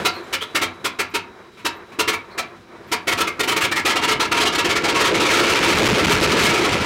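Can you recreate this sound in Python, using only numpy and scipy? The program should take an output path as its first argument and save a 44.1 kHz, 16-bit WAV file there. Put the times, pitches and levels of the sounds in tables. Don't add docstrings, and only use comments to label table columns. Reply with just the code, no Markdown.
import sys
import numpy as np
from scipy import signal
from scipy.fft import rfft, irfft
from scipy.io import wavfile
from scipy.ndimage import uniform_filter1d

SR = 44100
rng = np.random.default_rng(int(sys.argv[2]) if len(sys.argv) > 2 else 0)


def to_wav(sig):
    pcm = np.clip(np.atleast_2d(sig), -1, 1) * 32767
    pcm = np.round(pcm).astype(np.int16)
    wavfile.write(sys.argv[1], SR, pcm.T)


def invert_db(x):
    u = np.asarray(x, float) / 20
    return 10 ** u


N = 302085

# t/s, churn level/dB, hiss level/dB
CHURN_LEVELS = [
    (0, -22, -32.5),
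    (.05, -35, -37.5),
    (.16, -40, -46),
    (1.25, -48, -58),
    (1.75, -39.5, -54),
    (2.6, -43.5, -56),
    (3.4, -40, -51),
]
# f/Hz, density level/dB
CHURN_SPECTRUM = [(71, -8), (120, -15), (211, -14), (242, -6.5), (274, -25), (335, 3), (465, -6),
                  (720, -9.5), (767, -6.5), (817, -15.5), (926, -6.5), (2400, -17), (3120, -68),
                  (5280, -120)]
# f/Hz, density level/dB
HISS_SPECTRUM = [(940, -16), (1500, 4), (3300, 0.5), (4070, 0), (4320, -5), (6850, -11), (11600, -18.5),
                 (16000, -31)]
# t/s, f/Hz, level/dB
GEAR_WHINE = [
    (0, 3850, -55),
    (.3, 3950, -53),
    (.55, 3900, -50),
    (1.3, 3880, -61),
    (1.9, 3910, -58),
    (2.9, 3935, -63),
    (3.4, 3945, -66),
]
# t/s, level/dB
WASH_LEVELS = [(0, -27), (.06, -45), (.12, -50.5), (1.5, -53.5), (2.8, -50.5), (3.1, -46.5), (4.4, -37),
               (5.3, -34), (5.62, -31), (5.8, -24), (5.93, -18), (5.98, -37), (6.07, -22), (6.39, -26.5),
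               (6.47, -21), (6.55, -29.5), (6.8, -21), (6.85, -34)]
# f/Hz, density level/dB
WASH_SPECTRUM = [(8, -35), (25, 1), (50, 0), (100, -2.5), (170, -4.5), (260, -5.5), (400, -30), (900, -59)]
# t/s, duration/s
HARD_GUSTS = [(5.747, .003), (5.762, .003), (5.792, .004), (5.85, .003), (5.864, .002), (5.884, .005),
              (5.894, .002), (5.905, .004), (6.0635, .008), (6.087, .002), (6.139, .003), (6.159, .003),
              (6.172, .004), (6.208, .008), (6.2155, .002), (6.251, .002), (6.27, .004), (6.293, .003),
              (6.408, .002)]
# f/Hz, density level/dB
JET_SPECTRUM = [(88, -19), (150, -25), (341, -6.5), (420, 1.5), (624, -12.5), (941, -11), (1340, 2.5),
                (1480, -5), (2310, -5), (11500, -25), (16000, -31)]
# f/Hz, bandwidth/Hz, level/dB
STACK_MODES = [(410, 120, -30.5), (727, 79, 2.5), (940, 34, 8), (1339, 18.7, -10.5), (1690, 20.5, -5.5),
               (2250, 78, -9)]
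# t/s, jet level/dB, push level re jet/dB, whistle f/Hz, hoot f/Hz
COUGH_EVENTS = [(0.0544, -4.5, -1, 3960, 1340), (.3326, -7.5, -17, 2360, 540),
                (0.4179, -15.5, -17, 3220, 1300), (0.554, -5, 0, 2190, 1826), (.62, -6, 0, 2040, 1110),
                (.849, -7, -1, 3400, 1070), (0.9946, -7, -11, 1690, 1045), (1.1462, -8, 1, 4030, 933),
                (1.6544, -7, 0.5, 1660, 950), (1.995, -5, 3, 2800, 1396), (2.0812, -4.5, -1, 3130, 1143),
                (2.131, -13, -1, 2400, 1390), (2.383, -9.5, -9, 2330, 674), (2.9221, -5.5, 0, 2070, 997)]
# t/s, jet level/dB
SIGH_EVENTS = [(.1496, -35), (.2488, -52), (1.1122, -34), (1.575, -33), (1.5968, -36), (1.922, -31.5),
               (2.2982, -41), (2.8833, -35)]
# t/s, jet level/dB, fall time/s
CATCH_EVENTS = [(3.0774, -7.5, 0.028), (3.1205, -7.5, 0.0061), (3.1792, -11, 0.025), (3.211, -4, 0.0087),
                (3.276, -11, 0.015), (3.4, -5, 0.0071), (3.4367, -10.5, 0.016), (3.481, -6, 0.024),
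                (3.5186, -8.5, 0.013), (3.5683, -6, 0.019), (3.6116, -7, 0.018), (3.6438, -7, 0.0096),
                (3.7185, -8, 0.012), (3.7616, -7.5, 0.016), (3.795, -12.5, 0.01), (3.8557, -4.5, 0.035),
                (3.898, -8, 0.028), (3.961, -5.5, 0.013), (3.988, -17, 0.0075), (4.02, -11, 0.013),
                (4.0392, -5, 0.0082), (4.0827, -4.5, 0.022), (4.1152, -5, 0.012)]
# t/s, jet level/dB, fall time/s
SURGE_EVENTS = [(4.2024, -4.5, 0.029), (4.25, -12, 0.0081), (4.3203, -2.5, 0.0072), (4.345, -11, 0.015),
                (4.3705, -5.5, .02), (4.405, -4, .015), (4.4308, -7, 0.0044), (4.4567, -3.5, 0.016),
                (4.5268, -10, 0.0082), (4.5527, -5, 0.01), (4.5865, -4, 0.022), (4.649, -6.5, 0.026),
                (4.6953, -6, 0.029), (4.7588, -5, 0.018), (4.8436, -6, 0.024), (4.885, -6, 0.019),
                (4.949, -6.5, 0.026), (4.9944, -10, 0.019), (5.0106, -4.5, 0.014), (5.0454, -5, 0.023),
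                (5.0744, -9, 0.02), (5.146, -6.5, 0.0097), (5.168, -12, 0.017), (5.202, -6, 0.041),
                (5.254, -6.5, 0.014), (5.29, -10.5, 0.024), (5.3088, -5, 0.025)]
# t/s, jet level/dB
POP_EVENTS = [(5.34, -4.5), (5.37, -11), (5.396, -8), (5.4979, -7), (5.6507, -15), (5.7816, -9),
              (5.857, -26), (5.99, -15), (6.099, -11), (6.121, -4), (6.221, -11), (6.3184, -8),
              (6.3907, -7.5), (6.4358, -4.5), (6.541, -7), (6.6436, -9), (6.724, -10), (6.818, -30)]
# f/Hz, decay time T60/s
YARD_DECAY = [(200, 0.29), (1000, 0.36), (3000, 0.25), (8000, 0.12), (16000, 0.082)]
# f/Hz, bandwidth/Hz, level/dB
HULL_MODES = [(93.3, 11, -19), (181.7, 23, -23), (254, 9.9, -20.5), (335.6, 17, -18.5), (1130, 44, -21.5)]
# t/s, level/dB, start f/Hz, end f/Hz, duration/s
VALVE_SQUEAKS = [(0.084, -31, 4650, 4640, 0.018), (0.13, -45, 4280, 4170, 0.087),
                 (.135, -62, 13500, 13450, .07), (0.233, -67, 7350, 7300, 0.037),
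                 (0.23, -70, 13700, 13600, .04), (0.407, -33.5, 2980, 3540, 0.049),
                 (1.095, -66, 13500, 13500, .03), (1.75, -68, 13500, 13500, .05),
                 (2.306, -52, 4200, 4200, 0.054), (2.87, -64, 13600, 13600, .04),
                 (3.636, -27.5, 3220, 3400, 0.042)]
# t/s, level/dB
DRONE_LEVELS = [
    (3.2, -70),
    (3.3, -37),
    (3.6, -58),
    (4.29, -39),
    (4.52, -34.5),
    (4.94, -24.5),
    (5.2, -23),
    (5.62, -19.5),
    (6.5, -22),
    (6.85, -24),
]
# f/Hz, bandwidth/Hz, level/dB
DRONE_MODES = [(354, 91, 0), (422, 52, -3.5), (491, 26, -6.5)]
# f/Hz, density level/dB
ROAR_SPECTRUM = [(350, -36), (600, -12), (944, 4), (1040, -7.5), (1310, 1.5), (1780, -1), (2240, 3),
                 (6640, -13.5), (13000, -34), (16000, -41)]


def evened(x):
    return x / np.sqrt(np.mean(x ** 2) + 1e-20)


def read(points, hz):
    f, value = np.transpose(points)
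    return np.interp(np.log(hz + 1), np.log(f + 1), value)


def curves(rows):
    s, *columns = np.transpose(rows)
    return [np.interp(np.arange(N) / SR, s, column) for column in columns]


def add(mix, s, sound):
    part = mix[max(round(s * SR), 0):][:len(sound)]
    part += sound[:len(part)]


def noise(length=N):
    return rng.standard_normal(length)


def resonate(x, hz, width):
    return signal.lfilter(*signal.iirpeak(hz, hz / width, SR), x)


def coloured(x, points):
    hz = abs(np.fft.fftfreq(8192, 1 / SR))
    log_gain = np.log(invert_db(np.maximum(read(points, hz), -100)))
    taps = np.fft.ifft(np.exp(np.conj(signal.hilbert(log_gain)))).real[:4096]
    return signal.oaconvolve(x, taps / np.linalg.norm(taps))[:len(x)]


def slow(rate):
    hz = np.fft.rfftfreq(N, 1 / SR)
    return evened(irfft(rfft(noise()) / (1 + (hz / rate) ** 2), N))


def trail(x, s):
    r = np.exp(-1 / (s * SR))
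    return np.sqrt(signal.lfilter([1 - r], [1, -r], x ** 2) + 1e-12)


def wind_cut(x):
    return signal.lfilter(*signal.butter(1, 170, "high", fs=SR), x)


def churn(blasts):
    churn_db, hiss_db = curves(CHURN_LEVELS)
    lingering = invert_db(-37) * trail(blasts, 0.026)
    dull = np.hypot(invert_db(churn_db), lingering) * invert_db(4.5 * slow(4.9))
    dull = dull * coloured(noise(), CHURN_SPECTRUM)
    hiss = invert_db(hiss_db + 1.2 * slow(14)) * coloured(noise(), HISS_SPECTRUM)
    whine_hz, whine_db = curves(GEAR_WHINE)
    whine = invert_db(whine_db + 1.6 * slow(25)) * np.sin(2 * np.pi * np.cumsum(whine_hz) / SR)
    faint_hiss = invert_db(-66.0) * coloured(noise(), [(2500, -28), (5000, 9), (10000, -16), (16000, -8)])
    return dull + hiss + whine + faint_hiss


def wash(blasts):
    wind = coloured(noise(), WASH_SPECTRUM)
    wind /= np.std(wind_cut(wind))
    buffeting = invert_db(-27.5) * trail(blasts, 0.0095)
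    lumps = invert_db(1.3 * slow(16.0) + 1.65 * slow(13))
    wind *= np.hypot(invert_db(curves(WASH_LEVELS)[0]), buffeting) * lumps
    t = np.arange(N) / SR
    for k, (s, length) in enumerate(HARD_GUSTS):
        wind += 0.85 * (-1) ** k * np.exp(-((t - s) / (0.43 * length)) ** 2)
    return wind


def schedule():
    whistle_hz, hoot_hz = 2400, 1104
    coughs = [(*row, 0.017, 0.018) for row in COUGH_EVENTS]
    sighs = [(s, db, -37, whistle_hz, hoot_hz, 0.011, 0.039) for s, db in SIGH_EVENTS]
    run_from_s, run_per_s, run_fall_s = 5.36, 31, 0.02
    beats = np.arange(run_from_s, N / SR, 1 / run_per_s)
    late, size = rng.standard_normal((len(beats), 2)).T
    beats = beats + 0.15 * late / run_per_s
    steady = [(s, db, run_fall_s) for s, db in zip(beats, -13 + 4 * size)]
    pops = [(s, db, run_fall_s) for s, db in POP_EVENTS]
    lit = list(CATCH_EVENTS) + list(SURGE_EVENTS) + pops + steady
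    luck = np.clip(rng.standard_normal((len(lit), 4)), -2, 2)
    fired = [(s, db, -a, whistle_hz * np.exp(0.181 * b), hoot_hz * np.exp(0.297 * d),
              0.016 * np.exp(0.26 * c), fall)
             for (s, db, fall), (a, b, c, d) in zip(lit, luck)]
    return coughs + sighs + fired


def exhaust_gas(length):
    gas = coloured(noise(length), JET_SPECTRUM)
    treble = signal.sosfiltfilt(signal.butter(2, 8500, "high", fs=SR, output="sos"), gas[:N])
    smoke = (1 + np.tanh((np.arange(N) / SR - 3.85) / 0.17)) / 2
    gas[:N] += (invert_db(-0.5 - 10 * smoke) - 1) * treble
    gas[:N] *= invert_db(0.64 * slow(410))
    return gas


def firings():
    t = np.arange(SR // 4) / SR
    gas = exhaust_gas(N + len(t))
    body = signal.sosfiltfilt(signal.butter(2, 3500, fs=SR, output="sos"), gas)
    pulse = np.sin(2 * np.pi * 330 * t) * t / 0.0071 * np.exp(-t / 0.0057)
    rows = schedule()
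    luck = rng.standard_normal((len(rows), len(STACK_MODES) + 5))
    out = np.zeros(N)
    for (s, jet_db, push_db, whistle_hz, hoot_hz, rise, fall), chance in zip(rows, luck):
        opening = (1 - np.exp(-(t / 0.0046) ** 2.25)) * (0.16 + 0.58 * np.minimum(t / rise, 1))
        speed = opening * np.exp(-(np.maximum(t - rise, 0) / fall) ** 2.0)
        at = max(round((s - 0.0095) * SR), 0)
        low = body[at:at + len(t)]
        fine = gas[at:at + len(t)] - low
        jet = speed * low + invert_db(9.0 + 0.3 * jet_db) * speed ** 1.173 * fine
        push = invert_db(push_db) * pulse
        drive = jet + invert_db(-2.0) * push
        rings = np.zeros(len(t))
        for (hz, width, db), c in zip(STACK_MODES, chance):
            detuned_hz = hz * (1 + 0.032 * np.tanh(c * chance[-1]))
            rings += invert_db(db + 3 * c) * resonate(drive, detuned_hz, width)
        upper = sum(resonate(jet, 2700 * np.exp(0.5 * np.tanh(0.69 * c)), 50.7) for c in chance[-5:])
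        whistle = evened(resonate(noise(len(t)), whistle_hz, 130)) * speed
        hoot = evened(resonate(noise(len(t)), hoot_hz, 120)) * speed
        whistle += invert_db(3.0) * resonate(hoot, hoot_hz, 45)
        boom = invert_db(-3.0) * resonate(speed, 91, 8.3) + invert_db(19.0) * resonate(speed, 170, 60)
        blast = invert_db(-11.0) * jet + invert_db(-6.5) * rings + invert_db(-11.0) * upper
        blast += invert_db(-6.0) * push + invert_db(-17.0) * whistle + invert_db(-10.0) * boom
        add(out, at / SR, invert_db(jet_db) * blast)
    return out


def hull(blasts):
    shake = noise() * np.minimum(trail(blasts, 0.027), invert_db(-20.0))
    return sum(invert_db(db) * np.sqrt(SR / width) / 2 * resonate(shake, hz, width)
               for hz, width, db in HULL_MODES)


def yard(x):
    taps = np.zeros(SR)
    at = np.arange(300, SR - 20, 20)
    taps[at + rng.integers(0, 20, len(at))] = rng.choice([-1., 1.], len(at))
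    hz, t, z = signal.stft(taps, SR, nperseg=256)
    decay = invert_db(-60 * t / read(YARD_DECAY, hz)[:, None])
    tail = signal.istft(z * decay, SR, nperseg=256)[1]
    return signal.fftconvolve(x, tail / np.linalg.norm(tail))[:N]


def squeaks():
    out = np.zeros(N)
    for s, db, start_hz, end_hz, length in VALVE_SQUEAKS:
        u = np.linspace(0, 1, round(length * SR))
        fuzz = 1 + 2.1 * evened(uniform_filter1d(noise(SR // 5), 90))[:len(u)]
        glide_hz = end_hz + (start_hz - end_hz) * np.exp(-3 * u)
        tone = np.sin(2 * np.pi * np.cumsum(glide_hz) / SR)
        add(out, s, invert_db(db) * fuzz * tone * np.sin(np.pi * u ** 0.5))
    return out


def roar():
    drone_db, = curves(DRONE_LEVELS)
    roar_db = -20 + 1.96 * np.minimum(drone_db + 20, 0)
    jets = coloured(noise(), ROAR_SPECTRUM) * invert_db(roar_db + 1.5 * slow(48.0) + 3.7 * slow(280))
    source = noise()
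    drone = evened(sum(invert_db(db) * resonate(resonate(source, hz, width), hz, 4.5 * width)
                       for hz, width, db in DRONE_MODES))
    return jets + invert_db(drone_db + 2.8 * slow(18)) * drone


def scene():
    blasts = firings()
    near = blasts + squeaks()
    mix = near + invert_db(-9.5) * yard(near) + roar() + churn(blasts) + wash(blasts) + hull(blasts)
    return mix[None]


def overload(x, ceiling):
    return x / (1 + abs(x / ceiling) ** 12) ** (1 / 12)


def low_pass(x):
    return signal.sosfilt(signal.butter(12, 16190, fs=SR, output="sos"), x)


def record(dry):
    r = np.exp(-1 / (0.15 * SR))
    power = signal.lfilter([1 - r], [1, -r], wind_cut(dry[0]) ** 2)
    power_db = 10 * np.log10(power + 1e-9)
    ceiling = invert_db(np.clip(-11.5 - 1.4 * (power_db + 21), -11.5, -2))
    x = overload(wind_cut(overload(dry, ceiling)), 1.06 * ceiling)
    x = signal.sosfilt(signal.butter(2, 52, "high", fs=SR, output="sos"), x)
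    band_limit = signal.firwin(1023, 15900, window=("kaiser", 9), fs=SR)
    x = signal.oaconvolve(x, band_limit[None], "same")
    return low_pass(x)


dry = scene()
out = record(dry)
to_wav(out)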